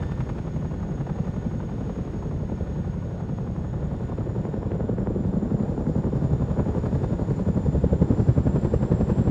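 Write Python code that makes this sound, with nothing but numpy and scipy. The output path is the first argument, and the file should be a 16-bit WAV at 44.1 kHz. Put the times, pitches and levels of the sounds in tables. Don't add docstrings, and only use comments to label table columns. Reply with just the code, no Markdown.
import sys
import numpy as np
from scipy import signal
from scipy.fft import rfft, irfft, next_fast_len
from scipy.io import wavfile
from scipy.ndimage import uniform_filter1d

SR = 44100
rng = np.random.default_rng(int(sys.argv[2]) if len(sys.argv) > 2 else 0)


def unload_audio(sound):
    columns = np.transpose(np.atleast_2d(sound))
    steps = np.round(np.clip(columns, -1, 1) * 32767)
    wavfile.write(sys.argv[1], SR, steps.astype(np.int16))


N = 410130
TIME = np.arange(N) / SR

# time in seconds, pull from 0 to 1.
PULL = [(0, 0.03), (3.9, 0.07), (4.7, 0.47), (5.7, 0.63), (6.3, 0.88), (7.45, 0.68), (8.05, 0.87),
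        (8.6, 0.94), (9.3, 1)]
# time in seconds, then front thud, rear thud and slap in passes.
TIMING = [(0, 0.17, 0.51, 0.33), (3.6, 0.21, 0.5, 0.33), (4.2, 0.18, .6, .47), (5.1, 0.17, 0.61, 0.46),
          (5.7, .16, .44, .39), (7.1, 0.17, 0.44, 0.35), (7.75, .17, .61, .31), (8.2, 0.16, 0.55, .295),
          (8.6, 0.13, .56, .29), (9.3, 0.14, 0.53, 0.3)]
# time in seconds, level in relative dB.
TREBLE = [(0, 4.5), (.39, 1.5), (.6, 0), (2.2, 0), (3.6, -2), (5.6, -5.5), (6.4, -0.5), (7.7, 0),
          (9.3, 1.25)]
# frequency in Hz, relative level in dB.
TEAR = [(300, -12.5), (640, 6), (850, 7), (1300, -2.5), (2200, -14.5), (4000, -28.5), (8000, -40.5),
        (14000, -61.5)]
FOCUS_DB = 5.5
WANDER_DB = 0.24


def blade_slaps(phase):
    # time in seconds, extra level in dB.
    square_hits = [(0.298, 1.5), (0.386, 0.5), (1.015, 1.5), (1.103, 3), (1.2, 2.5), (1.38, 1), (1.47, 4),
                   (2.0, 2.5), (2.53, 6.5), (2.62, 2.5), (3.211, 5.5), (3.39, 1), (4.806, 1), (4.895, 3.5),
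                   (5.113, 5.5), (5.55, 5), (6.598, 4.5), (6.862, 4.5), (7.045, 5), (7.489, 4),
                   (7.577, 5.5), (7.69, 3), (7.755, 4), (7.842, 3), (7.87, 3), (7.931, 2), (8.028, 3.5),
                   (8.293, 1), (8.564, 1.5), (8.745, 1.5), (8.925, 0.5)]
    blows = cracks(phase) + thuds(phase) + slaps(phase) + lift_blows(phase)
    return blows * undb(accents(square_hits, width_s=0.014)) + snaps()


def cracks(phase):
    # time in seconds, level of the crack group in dB, lift of its bright edge in dB.
    cracking = [(0, -40.5, 4), (2.4, -45, -4.5), (3.55, -48, 16.5), (4.15, -31, -15), (4.75, -30, -10),
                (5.4, -30, -13.5), (6.3, -34, -6), (6.7, -33.5, 4.5), (7.2, -29, -13), (7.6, -42, -5),
                (9.3, -42, -9.5)]
    # frequency in Hz, relative level in dB.
    crack_colour = [(60, -27.5), (150, -1), (300, 8), (480, 7), (680, -7), (900, -6), (1400, -19),
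                    (2400, -37.5), (5000, -62)]
    level_db, edge_db = curves(cracking)
    crack = colour(pulses(phase, at=.077, jitter=.004, scatter_db=1), crack_colour, lag_s=.0045)
    smear = colour(wake(phase, memory=0.21) * sweep(phase, at=0.074, width=.022), crack_colour)
    scuff = colour(wake(phase, memory=0.19) * sweep(phase, at=0.99, width=.055), crack_colour)
    blow = brighten(undb(-7) * crack + undb(-15.0) * smear, edge_db, edge_hz=720)
    swish = colour(rng.standard_normal(N) * sweep(phase, at=0.04, width=0.068), TEAR)
    swish_db = -54 - 5.3 * curves(PULL)[0] + 2 * walk(14)
    return (blow + undb(-15) * scuff) * undb(level_db) + swish * undb(swish_db)


def thuds(phase):
    # time in seconds, level in dB ahead of the mix of pulse and smear.
    front_level = [(0, -46), (3.9, -41.5), (4.7, -36.5), (5.7, -29.5), (7.5, -29.5), (8.2, -29.5),
                   (8.6, -31), (9.3, -43)]
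    # time in seconds, level in dB ahead of the mix of pulse and smear.
    rear_level = [(0, -58), (.9, -46), (1.15, -32), (1.5, -32), (1.8, -45), (2.35, -41), (2.6, -32.5),
                  (2.9, -34.5), (3.3, -41.5), (4.1, -46), (4.5, -37), (5.1, -30.5), (6, -34), (7.1, -33),
                  (7.75, -33), (8.4, -30.5), (9.3, -25.5)]
    front_at, rear_at, _ = curves(TIMING)
    focus = undb(FOCUS_DB * curves(PULL)[0] / 2)
    turns = [(0, 1), (.06, .5)]
    front_push = sum(share * pulses(phase, front_at + delay, jitter=.003, scatter_db=1)
                     for delay, share in turns)
    front_smear = thud(wake(phase, memory=0.8) * sweep(phase, front_at, width=0.08))
    front = undb(-3) * thud(front_push) * focus + undb(-5) * front_smear / focus
    rear_push = pulses(phase, rear_at, jitter=.014, scatter_db=1.5)
    rear_smear = thud(wake(phase, memory=0.35) * sweep(phase, rear_at, width=0.076))
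    rear = undb(-4.0) * thud(rear_push) + undb(-2.0) * rear_smear
    front_db = curves(front_level)[0] + WANDER_DB * walk(9.3)
    return front * undb(front_db) + rear * undb(curves(rear_level)[0])


def thud(push):
    # frequency in Hz, relative level in dB.
    light = [(30, -37.5), (60, -15), (115, 5), (155, 3), (230, -4.5), (300, -27), (500, -32.5),
             (1200, -60.5)]
    loaded = [(30, -37.5), (60, -14.5), (115, -7.5), (180, 1), (230, -1.5), (300, -16.5), (500, -26),
              (1200, -62)]
    load = np.clip(0.22 + 0.48 * curves(PULL)[0], 0, 1)
    return unit((1 - load) * colour(push, light) + load * colour(push, loaded))


def slaps(phase):
    # time in seconds, level in dB ahead of the mix of strike and smear.
    slapping = [(0, -50.5), (2.5, -39), (3.6, -47.5), (4.9, -36.5), (5.7, -37.5), (7.3, -36.5), (8, -29),
                (9.3, -29)]
    # time in seconds, level in dB.
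    tearing = [(0, -52.5), (.38, -48), (.55, -49.5), (.8, -51), (1.05, -45.5), (1.25, -49.5), (1.45, -52.5),
               (1.95, -49.5), (2.7, -65.5), (3.8, -57), (4.2, -47), (5.5, -62), (5.95, -52), (6.55, -48),
               (7.45, -50.5), (7.7, -61.5), (8.05, -50.5), (9.05, -47), (9.3, -53)]
    # frequency in Hz, relative level in dB.
    slap_colour = [(80, -32.5), (220, 3.5), (380, 2.5), (480, 4), (590, -0.5), (700, -19.5), (900, -19),
                   (1600, -43)]
    slap_at = curves(TIMING)[2]
    pull = curves(PULL)[0]
    focus = undb(FOCUS_DB * pull / 2)
    strike = colour(pulses(phase, slap_at, jitter=.007, scatter_db=1.2), slap_colour, lag_s=.006)
    smear = colour(wake(phase, memory=0.58) * sweep(phase, slap_at + .04, width=0.061), slap_colour)
    slap = undb(-8.0) * strike * focus + undb(-4.0) * smear / focus
    slap_db = curves(slapping)[0] + WANDER_DB * walk(3.1)

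    shocks = rng.standard_normal(N) * (rng.random(N) < 4000 / SR)
    tear = colour(shocks * sweep(phase, at=0.35, width=0.072 + 0.022 * pull), TEAR, lag_s=0.00296)
    tear = brighten(tear, 3 * curves(TREBLE)[0], edge_hz=1330)
    return slap * undb(slap_db) + tear * undb(curves(tearing)[0])


def lift_blows(phase):
    # time in seconds, level in dB of blow and shudder, ahead of the lift-off fade.
    lifting = [(7.3, -46), (7.55, -34), (7.84, -32), (7.93, -26.5), (8.02, -25.5), (8.11, -23),
               (8.2, -26.5), (8.47, -25.5), (8.56, -28.5), (8.85, -30), (9.3, -28)]
    # frequency in Hz, relative level in dB.
    blow_colour = [(35, -18), (70, -3), (120, 1.5), (165, 2.5), (250, -4), (340, -15), (520, -23),
                   (900, -44)]
    boom_colour = [(40, -24.5), (68, 5), (100, -1), (140, -7.5), (260, -24)]
    lift_start_s, lift_rise_s = 7.31, 0.65
    airborne = np.clip((TIME - lift_start_s) / lift_rise_s, 0, 1)
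    blow = colour(pulses(phase, at=.28, jitter=.003, scatter_db=.6), blow_colour)
    shudder = undb(-3) * colour(wake(phase, memory=.3) * sweep(phase, at=.38, width=.055), blow_colour)
    boom = colour(wake(phase, memory=.5) * sweep(phase, at=.54, width=.1), boom_colour)
    return airborne * ((blow + shudder) * undb(curves(lifting)[0]) + boom * undb(-33.5))


def snaps():
    # time in seconds, peak of the front in dB, its centre frequency in Hz.
    fronts = [(2.498, -39, 1000), (4.453, -33, 1120), (4.541, -28.5, 700), (4.631, -35, 900),
              (4.718, -33, 1330), (4.807, -33, 840), (4.895, -30, 740), (4.984, -32, 1000),
              (5.072, -26.5, 890), (5.337, -39, 890), (5.778, -34, 800), (5.867, -31, 800),
              (6.042, -32, 800), (6.597, -42, 1200), (7.044, -36, 840), (7.193, -38, 990),
              (7.307, -36, 1040)]
    body_hz, body_db, lag_s = 520, -26, 0.001296
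    return sum(undb(db) * shock(s, hz) + undb(body_db) * shock(s + lag_s, body_hz) for s, db, hz in fronts)


def shock(s, hz):
    u = np.clip(2 * np.pi * hz * (TIME - s), -10, 10)
    return -u * np.exp((1 - u ** 2) / 2)


def rotor_thump(phase):
    # frequency in Hz, relative level in dB.
    thump_colour = [(10, -49.5), (22, -30.5), (33, -9.5), (45, -2.5), (56, 5.5), (70, -3), (90, -7),
                    (130, -14.5), (300, -58.5)]
    start_db, rise_start_s, rise_db_per_s = -35.5, 5.4, 1
    front = pulses(phase, at=.27, jitter=.003, scatter_db=.8)
    rear = pulses(phase, at=.56, jitter=.003, scatter_db=.8)
    thump_db = start_db + rise_db_per_s * np.maximum(TIME - rise_start_s, 0)
    return colour(undb(-0.5) * front + rear, thump_colour) * undb(thump_db)


def rotor_wash(phase):
    # frequency in Hz, relative level in dB.
    eddy_colour = [(22, -36), (45, -13.5), (68, -1), (120, 2.5), (170, 1), (220, -4), (300, -18.5),
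                   (600, -36.5)]
    roar_colour = [(100, -17.5), (260, 4), (430, 2.5), (560, -2), (690, -7.5), (880, -9.5), (1150, -17.5),
                   (1700, -24.5), (2400, -41), (5000, -49)]
    # dB at no pull, added dB at full pull.
    wash_law = (-33.3, -2)
    roar_law = (-41.5, 2.5)
    surge_law = (4.5, 8)
    surge_db = follow(PULL, surge_law) * sweep(phase, at=0.37, width=0.32)
    wash = colour(wake(phase, memory=0.45), eddy_colour) * undb(follow(PULL, wash_law) + surge_db)
    roar_db = follow(PULL, roar_law) + 0.62 * surge_db + 1.0 * walk(25)
    return wash + colour(wake(phase, memory=0.35), roar_colour) * undb(roar_db)


def exhaust_hiss():
    # frequency in Hz, relative level in dB.
    hiss_colour = [(500, -0.5), (1800, 6), (2600, 0.5), (3600, -2.5), (4600, -6.5), (5400, -7.5),
                   (6200, -11.5), (8300, -15.5), (10500, -23.5), (15000, -31.5)]
    # base in dB, then dB per dB of treble.
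    hiss_law = (-58, 0.6)
    return colour(rng.standard_normal(N), hiss_colour) * undb(follow(TREBLE, hiss_law) + 0.59 * walk(9))


def gearbox(speed):
    # frequency in Hz at the first rotor speed, pitch wobble in Hz.
    mesh_tones = [(1452, 14), (1790, 5), (3570, 11)]
    # time in seconds, then low, middle and high tone in dB.
    mesh_levels = [(0, -56.5, -58, -70), (.4, -64, -66, -79), (1.1, -61.5, -67.5, -74),
                   (2.2, -66, -73, -77), (3.1, -63, -71.5, -78), (4.3, -66, -67.5, -78),
                   (5.4, -68.5, -77.5, -79), (7, -64, -73.5, -72.5), (7.9, -68.5, -73, -77.5),
                   (9.3, -61, -67, -78)]
    # frequency in Hz at the first rotor speed, width in Hz,
    # level in dB ahead of the treble swing.
    blurred_tones = [(3335, 90, -80), (5365, 130, -81)]
    mesh = sum(whistle(hz * speed, wobble) * undb(db + 2.2 * walk(6))
               for (hz, wobble), db in zip(mesh_tones, curves(mesh_levels)))
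    others = sum(tone(hz * speed, width) * undb(db + 1.5 * walk(8)) for hz, width, db in blurred_tones)
    return mesh + others * undb(0.37 * curves(TREBLE)[0])


def turbines():
    # time in seconds, blade tone in Hz, relative level in dB.
    compressor = [(0, 6640, -68), (3.45, 6640, -70), (4.2, 6870, -71.5), (5.05, 7060, -72),
                  (5.8, 7000, -69.5), (6.9, 6900, -68), (7.5, 7020, -66.5), (8.1, 7120, -66),
                  (9.3, 7400, -64.5)]
    hz, db = curves(compressor)
    power = (hz - hz.min()) / np.ptp(hz)
    spread = np.clip(0.12 + 0.5 * power, 0, 1)
    core = unit(tone(hz, width_hz=98) + whistle(hz, wobble_hz=23.9))
    whine = np.sqrt(1 - spread) * core + np.sqrt(spread) * tone(hz, width_hz=400)
    skirt = tone(hz, width_hz=800) * undb(-13 + 3 * power)
    return (whine + skirt) * undb(db + 1.0 + .5 * walk(12))


def blown_sand(phase):
    # frequency in Hz, relative level in dB.
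    grit = [(2000, -10), (4500, 5), (7000, -2), (9000, -6), (11000, -18.5), (15000, -27)]
    start_s, rise_s = 5, 0.98
    lifted = np.interp(TIME, [start_s, start_s + rise_s], [.2, 1])
    surge_db = 5 * sweep(phase, at=.35, width=.13)
    return colour(rng.standard_normal(N), grit) * lifted * undb(-71.5 + surge_db + 2.3 * walk(7.3))


def pulses(phase, at, jitter, scatter_db):
    passes = np.arange(int(phase[-1]) + 1)
    chance = rng.standard_normal((len(passes), 2))
    moments = passes + jitter * chance[:, 0]
    place = np.interp(moments, phase - at, np.arange(N), left=-1, right=-1).astype(int)
    heard = place >= 0
    out = np.zeros(N)
    out[place[heard]] = undb(scatter_db * np.tanh(chance[heard, 1] / 2) * 2)
    return out


def wake(phase, memory):
    memory = np.clip(memory, 0, .97)
    size = 4096
    eddies = rng.standard_normal((int(phase[-1]) + 2, size))
    for k in range(1, len(eddies)):
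        eddies[k] = memory * eddies[k - 1] + np.sqrt(1 - memory ** 2) * eddies[k]
    return np.interp(phase * size, np.arange(eddies.size), eddies.ravel())


def sweep(phase, at, width):
    offset = (phase - at + .5) % 1 - .5
    return np.exp(-.5 * (offset / width) ** 2)


def tone(hz, width_hz):
    low_pass = signal.butter(2, width_hz / 2, fs=SR, output="sos")
    blur = signal.sosfilt(low_pass, rng.standard_normal((2, N)))
    angle = 2 * np.pi * np.cumsum(hz) / SR
    return unit(blur[0] * np.cos(angle) + blur[1] * np.sin(angle))


def whistle(hz, wobble_hz):
    return unit(np.cos(2 * np.pi * np.cumsum(hz + wobble_hz * walk(70)) / SR))


def colour(x, points, lag_s=0):
    size = next_fast_len(N + SR)
    hz, db = np.transpose(points)
    f = np.maximum(np.fft.rfftfreq(size, 1 / SR), 1)
    gain = undb(np.interp(np.log(f), np.log(hz), db)) / np.maximum(f / hz[-1], 1) ** 2
    delay = lag_s / (1 + (f / 400) ** 2)
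    turn = np.exp(-2j * np.pi * np.cumsum(delay) * SR / size)
    return unit(irfft(rfft(x, size) * gain * turn, size)[:N])


def brighten(x, db, edge_hz):
    high_pass = signal.butter(3, edge_hz, "high", fs=SR, output="sos")
    return x + signal.sosfiltfilt(high_pass, x) * (undb(db) - 1)


def accents(table, width_s):
    return sum(db * np.exp(-((TIME - s) / width_s) ** 2) for s, db in table)


def walk(rate):
    k = int(SR / rate)
    steps = np.repeat(rng.standard_normal(N // k + 1), k)
    return unit(uniform_filter1d(uniform_filter1d(steps, k), k)[:N])


def follow(table, law):
    return law[0] + law[1] * curves(table)[0]


def curves(table):
    s, *columns = np.transpose(table)
    return [np.interp(TIME, s, c) for c in columns]


def unit(x):
    return x / np.sqrt(np.mean(np.abs(x) ** 2))


def undb(db):
    return 10 ** (np.asarray(db) / 20)


def scene():
    # time in seconds, blade passes per second.
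    rotor = [(0.0, 11.239), (1.5, 11.238), (2.4, 11.257), (3.2, 11.248), (4.0, 11.265), (5.0, 11.296),
             (6.0, 11.332), (6.6, 11.318), (7.2, 11.209), (7.8, 11.181), (8.4, 11.09), (9.3, 11.169)]
    rate, = curves(rotor)
    phase = np.cumsum(rate) / SR
    rotors = blade_slaps(phase) + rotor_thump(phase) + rotor_wash(phase)
    engines = exhaust_hiss() + gearbox(rate / rate[0]) + turbines()
    return (rotors + engines + blown_sand(phase))[None]


def record(dry):
    low_cut_hz, top_hz = 32, 15700
    dry = signal.sosfilt(signal.butter(4, low_cut_hz, "high", fs=SR, output="sos"), dry)
    return signal.sosfilt(signal.ellip(8, .2, 70, top_hz, fs=SR, output="sos"), dry)


dry = scene()
out = record(dry)
unload_audio(out)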